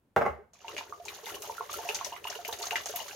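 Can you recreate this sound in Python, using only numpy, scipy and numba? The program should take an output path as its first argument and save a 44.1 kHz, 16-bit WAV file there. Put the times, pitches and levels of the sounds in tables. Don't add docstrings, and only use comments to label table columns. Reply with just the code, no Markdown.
import sys
import numpy as np
from scipy import signal
from scipy.fft import rfft, irfft
from scipy.io import wavfile
from scipy.ndimage import uniform_filter1d
from numba import njit

SR = 44100
rng = np.random.default_rng(int(sys.argv[2]) if len(sys.argv) > 2 else 0)


def digitize_waveform(pressure):
    field = np.atleast_2d(pressure).T
    bounded = np.clip(field, -1, 1)
    quanta = np.round(bounded * 32767).astype(np.int16)
    wavfile.write(sys.argv[1], SR, quanta)


def ratio_of_db(decibels):
    return 10 ** (np.asarray(decibels, float) / 20)


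N = 138915

# start in seconds, level in dB, ring pitch in Hz.
SLAP_EVENTS = [(0.5342, -46, 6450), (0.681, -36.5, 2680), (0.7658, -29, 2330), (0.7795, -27, 2380),
               (1.0525, -33.5, 6470), (1.0823, -31.5, 2400), (1.258, -36.5, 3540), (1.265, -35.5, 1990),
               (1.3433, -36, 2930), (1.4204, -32.5, 6200), (1.7294, -30, 6500), (1.8892, -24, 2620),
               (1.9461, -23.5, 6170), (1.9615, -35.5, 6250), (2.0464, -26, 5800), (2.1255, -38, 2760),
               (2.163, -37.5, 2170), (2.242, -33.5, 2670), (2.2707, -31, 2830), (2.3005, -31.5, 5660),
               (2.3257, -34, 1560), (2.3519, -36.5, 2880), (2.449, -29, 2450), (2.4789, -30, 12900),
               (2.513, -39, 6300), (2.5262, -29, 3730), (2.588, -34.5, 6600), (2.62, -34, 6600),
               (2.6265, -27, 4350), (2.655, -29, 6350), (2.7082, -24.5, 2630), (2.7568, -20, 1976),
               (2.8578, -27, 6340), (2.887, -33.5, 6400), (2.9594, -24, 13000), (3.001, -35, 2950),
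               (3.082, -40, 6670)]
# time in seconds, relative spray level in dB.
SPRAY_FLOW = [(.53, -73), (.6, -64.5), (.72, -54.5), (1.02, -65.5), (1.16, -51), (1.22, -61), (1.29, -47.5),
              (1.4, -62.5), (1.452, -50.5), (1.68, -58), (1.72, -47.5), (2.06, -51), (2.22, -64.5),
              (2.32, -52), (2.43, -57.5), (2.7, -52), (2.97, -50), (3.06, -51)]
# frequency in Hz, relative level in dB.
SPRAY_SPECTRUM = [(1300, 0.5), (2930, 8.5), (5200, 6), (6620, 13), (7400, -0.5), (9000, -65)]
# frequency in Hz, relative level in dB.
TREBLE_SPECTRUM = [(6800, -22), (7800, 10), (13000, 17), (15300, 10.5)]
# time in seconds, relative level in dB.
TREBLE_LEVEL = [(.6, -16), (1.35, -2.5), (1.9, -8)]
# frequency in Hz, relative level in dB.
SLOSH_SPECTRUM = [(35, -31), (80, 0), (220, -20), (400, 7), (886, -12), (2500, -27)]
# start in seconds, level in dB, pitch in Hz.
GLUG_EVENTS = [(0.645, -42.5, 917), (0.68, -44.5, 970), (0.691, -37, 1053), (0.809, -38.5, 1010),
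               (0.924, -29.5, 1180), (0.999, -47, 658), (1.279, -52, 1050), (1.366, -41, 1080),
               (1.496, -31.5, 960), (1.581, -32.5, 1380), (1.608, -28.5, 1070), (1.695, -29.5, 1170),
               (1.74, -33.5, 1337), (1.791, -39.5, 860), (1.851, -41, 698), (2.011, -28.5, 1074),
               (2.122, -37.5, 930), (2.135, -35, 1006), (2.252, -34, 994), (2.388, -42, 740),
               (2.489, -34.5, 940), (2.595, -48, 710), (2.611, -41, 900), (2.73, -33, 860),
               (2.938, -39.5, 714), (2.989, -33.5, 1003)]
# start in seconds, level in dB.
GULP_EVENTS = [(0.384, -46), (0.686, -50), (0.891, -52), (1.23, -43), (1.479, -42.5), (1.599, -41.5),
               (1.777, -42.5), (1.889, -36.5), (2.355, -43.5), (2.48, -39.5), (2.593, -44.5),
               (2.711, -41.5), (2.892, -44)]
# frequency in Hz, gain in dB.
BOTTLE_MODES = [(700, 15.5), (888, 7)]
# start in seconds, level in dB, rattle decay by 60 dB in seconds.
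KNOCK_EVENTS = [(0.1627, -12.5, 0.12), (0.211, -19, 0.031), (0.218, -19.5, 0.088), (0.252, -25, 0.17),
                (0.262, -20.5, 0.05), (0.276, -33.5, 0.39)]
# frequency in Hz, relative level in dB.
BOWL_MODES = [(120, -8.5), (224, -5), (441, 4), (560, 8), (790, 8.5), (888, 6), (1150, 5.5), (1500, 2.5),
              (2100, 0), (2700, -10)]
# frequency in Hz, relative level in dB.
KITCHEN_SPECTRUM = [(30, -10), (200, -13), (5000, -47)]

SPLIT_HZ = 4000
DROPS_PER_S, DROP_CYCLES = 450, 26.0
DROP_LOW_HZ, DROP_HIGH_HZ = 524, 7100
PATTER_DB = 3.5


def unit(x):
    return x / np.sqrt(np.mean(x ** 2))


def colour(x, table):
    hz, db = np.array(table, float).T
    f = np.arange(N // 2 + 1) * SR / N + 1e-9
    return irfft(rfft(x) * ratio_of_db(np.interp(np.log(f), np.log(hz), db)), N)


def seconds(duration):
    return np.arange(int(duration * SR)) / SR


def fade(t, t60):
    return np.exp(-np.log(1000) * t / max(t60, 1e-3))


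def add(out, s, x):
    i = int(s * SR)
    out[..., i:i + x.shape[-1]] += x[..., :N - i]


def resonate(x, hz, q):
    return signal.lfilter(*signal.iirpeak(hz, q, fs=SR), x)


def flicker(rate, db):
    k = int(SR / rate)
    steps = np.repeat(rng.standard_normal(N // k + 1), k)
    return ratio_of_db(db * 1.3 * uniform_filter1d(steps, k)[:N])


def bubble(hz, t60, rise, glide):
    t = seconds(.2)
    env = (1 - np.exp(-(t / rise) ** 2)) * fade(t, t60)
    cycles = hz * (t * (1 - glide / 2) + glide * t ** 2 / (rise + t60 / 2))
    return env / env.max() * np.sin(2 * np.pi * cycles)


def wide(x, y):
    side = colour(y, [(200, -15), (1200, -2)])
    return np.array([x + side, x - side])


def hiss(table, env):
    twins = [env * unit(colour(rng.standard_normal(N), table)) for _ in range(2)]
    return wide(*twins)


def slaps():
    t, out = seconds(.2), np.zeros((2, N))
    for s, db, hz in SLAP_EVENTS:
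        splash = unit(resonate(rng.standard_normal((2, len(t))), hz, 4.0))
        ring = bubble(hz, 20.3 / hz, 0.00066, 0.027)
        pan_db = 2 * rng.standard_normal() * np.array([[1], [-1]])
        add(out, s, ratio_of_db(db + pan_db) * (ring + ratio_of_db(-9.5) * splash * fade(t, 0.081)))
    return out


def spray_envelopes():
    t = seconds(.2)
    base = ratio_of_db(np.interp(np.arange(N) / SR, *np.array(SPRAY_FLOW).T, left=-120))
    env = np.array([base, base])
    for s, db, hz in SLAP_EVENTS:
        tilt_db = 5.8 * np.clip(np.log2(hz / SPLIT_HZ), -1, 1) * np.array([[-1], [1]])
        burst = fade(t, 0.092) * np.tanh(t / 0.001)
        add(env, s, ratio_of_db(db - 13 + np.minimum(tilt_db, 0)) * burst)
    return env


@njit
def plinks(at, hz, size, pan, cycles, glide):
    out = np.zeros((2, N))
    for k in range(len(at)):
        z = size[k] + 0j
        w = 2 * np.pi * hz[k] / SR
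        d = np.exp(-np.log(1000.) * hz[k] / cycles / SR)
        for i in range(at[k], min(N, at[k] + int(cycles * SR / hz[k]))):
            z *= d * np.exp(1j * w)
            w *= 1 + glide * hz[k] / cycles / SR
            out[0, i] += z.imag * (1 - pan[k])
            out[1, i] += z.imag * (1 + pan[k])
    return out


def droplets(env, slap):
    when, pitch, luck, side = rng.random((int(DROPS_PER_S * N / SR), 4)).T
    at = (when * N).astype(int)
    hz = DROP_LOW_HZ * (DROP_HIGH_HZ / DROP_LOW_HZ) ** pitch
    spread = ratio_of_db(-5.5 * np.log(luck + 0.09))
    size = spread * env[(hz > SPLIT_HZ).astype(int), at]
    drops = plinks(at, hz, size, .7 * (2 * side - 1), DROP_CYCLES, .4)
    drops = signal.lfilter(*signal.butter(2, DROP_LOW_HZ, "high", fs=SR), drops)
    bowl_ring = ratio_of_db(6) * resonate(drops + slap, 2885, 40)
    return ratio_of_db(1) * (drops + bowl_ring)


def spray(env):
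    out = np.zeros((2, N))
    for band, kind in zip(env, ("low", "high")):
        noise = hiss(SPRAY_SPECTRUM, band * flicker(150, PATTER_DB))
        out += ratio_of_db(-3.5) * signal.lfilter(*signal.butter(2, SPLIT_HZ, kind, fs=SR), noise)
    treble = ratio_of_db(np.interp(np.arange(N) / SR, *np.array(TREBLE_LEVEL).T)) * env[1]
    return out + hiss(TREBLE_SPECTRUM, treble * flicker(220, PATTER_DB))


def slosh():
    level = ratio_of_db(-58.5) * np.interp(np.arange(N) / SR, (0.59, 0.67), (0, 1))
    return hiss(SLOSH_SPECTRUM, level * flicker(30.12, 5.1))


def stream():
    slap, env = slaps(), spray_envelopes()
    return slap + droplets(env, slap) + spray(env) + slosh()


def bottle():
    out = np.zeros(N)
    for s, db, hz in GLUG_EVENTS:
        add(out, s, ratio_of_db(db) * bubble(hz, t60=0.031, rise=0.001, glide=0.042))
    for s, db in GULP_EVENTS:
        hz = 448 * rng.uniform(.9, 1.04)
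        add(out, s, ratio_of_db(db) * bubble(hz, t60=0.123, rise=0.0056, glide=0.15))
    out = out * flicker(130, 1.63)
    ringing = sum(ratio_of_db(db) * resonate(out, hz, hz / 30) for hz, db in BOTTLE_MODES)
    pan_db = 1.5 * np.array([[-1], [1]])
    return (out + ringing) * ratio_of_db(pan_db)


def bowl_ring(t):
    ring = np.zeros(len(t))
    for k, (hz, db) in enumerate(BOWL_MODES):
        t60 = 0.022 * np.sqrt(500 / hz)
        ring += (-1) ** k * ratio_of_db(db) * np.sin(2 * np.pi * hz * t) * fade(t, t60)
    return ring / np.abs(ring).max()


def knocks():
    t, push, grit = seconds(.4), np.zeros(N), np.zeros(N)
    for k, (s, db, t60) in enumerate(KNOCK_EVENTS):
        rattle = 0.081 * rng.standard_normal(len(t)) * fade(t, t60)
        blow = (t == 0)
        add(grit, s, ratio_of_db(db) * (rattle + blow * (k == 0)))
        add(push, s, ratio_of_db(db) * (rattle + blow))
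    crack = colour(grit, [(2500, 8), (4330, 0), (7000, -3), (8000, -9)])
    out = signal.fftconvolve(push, bowl_ring(t))[:N] + ratio_of_db(-4) * crack
    add(out, .29, ratio_of_db(-42) * bubble(73.6, t60=0.24, rise=0.0045, glide=0))
    return out


def room(x, db):
    t = seconds(.6)
    tail = rng.standard_normal((2, len(t))) * (t > .004) * fade(t, 0.17)
    tail = tail / np.sqrt(np.sum(tail ** 2, axis=1, keepdims=True))
    return ratio_of_db(db) * signal.fftconvolve(np.broadcast_to(x, (2, N)), tail, axes=1)[:, :N]


def kitchen():
    return hiss(KITCHEN_SPECTRUM, ratio_of_db(-71))


def scene():
    water, knock = stream() + bottle(), knocks()
    echo = room(water.mean(axis=0), -5) + room(knock, -2)
    return water + knock + echo + kitchen()


def low_pass(x):
    return signal.sosfilt(signal.butter(12, 16970, fs=SR, output="sos"), x)


def record(dry):
    dull = colour(dry, [(15800, 0), (16200, -34)])
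    mix = signal.lfilter(*signal.butter(2, 50, "high", fs=SR), dull)
    return low_pass(mix)


dry = scene()
out = record(dry)
digitize_waveform(out)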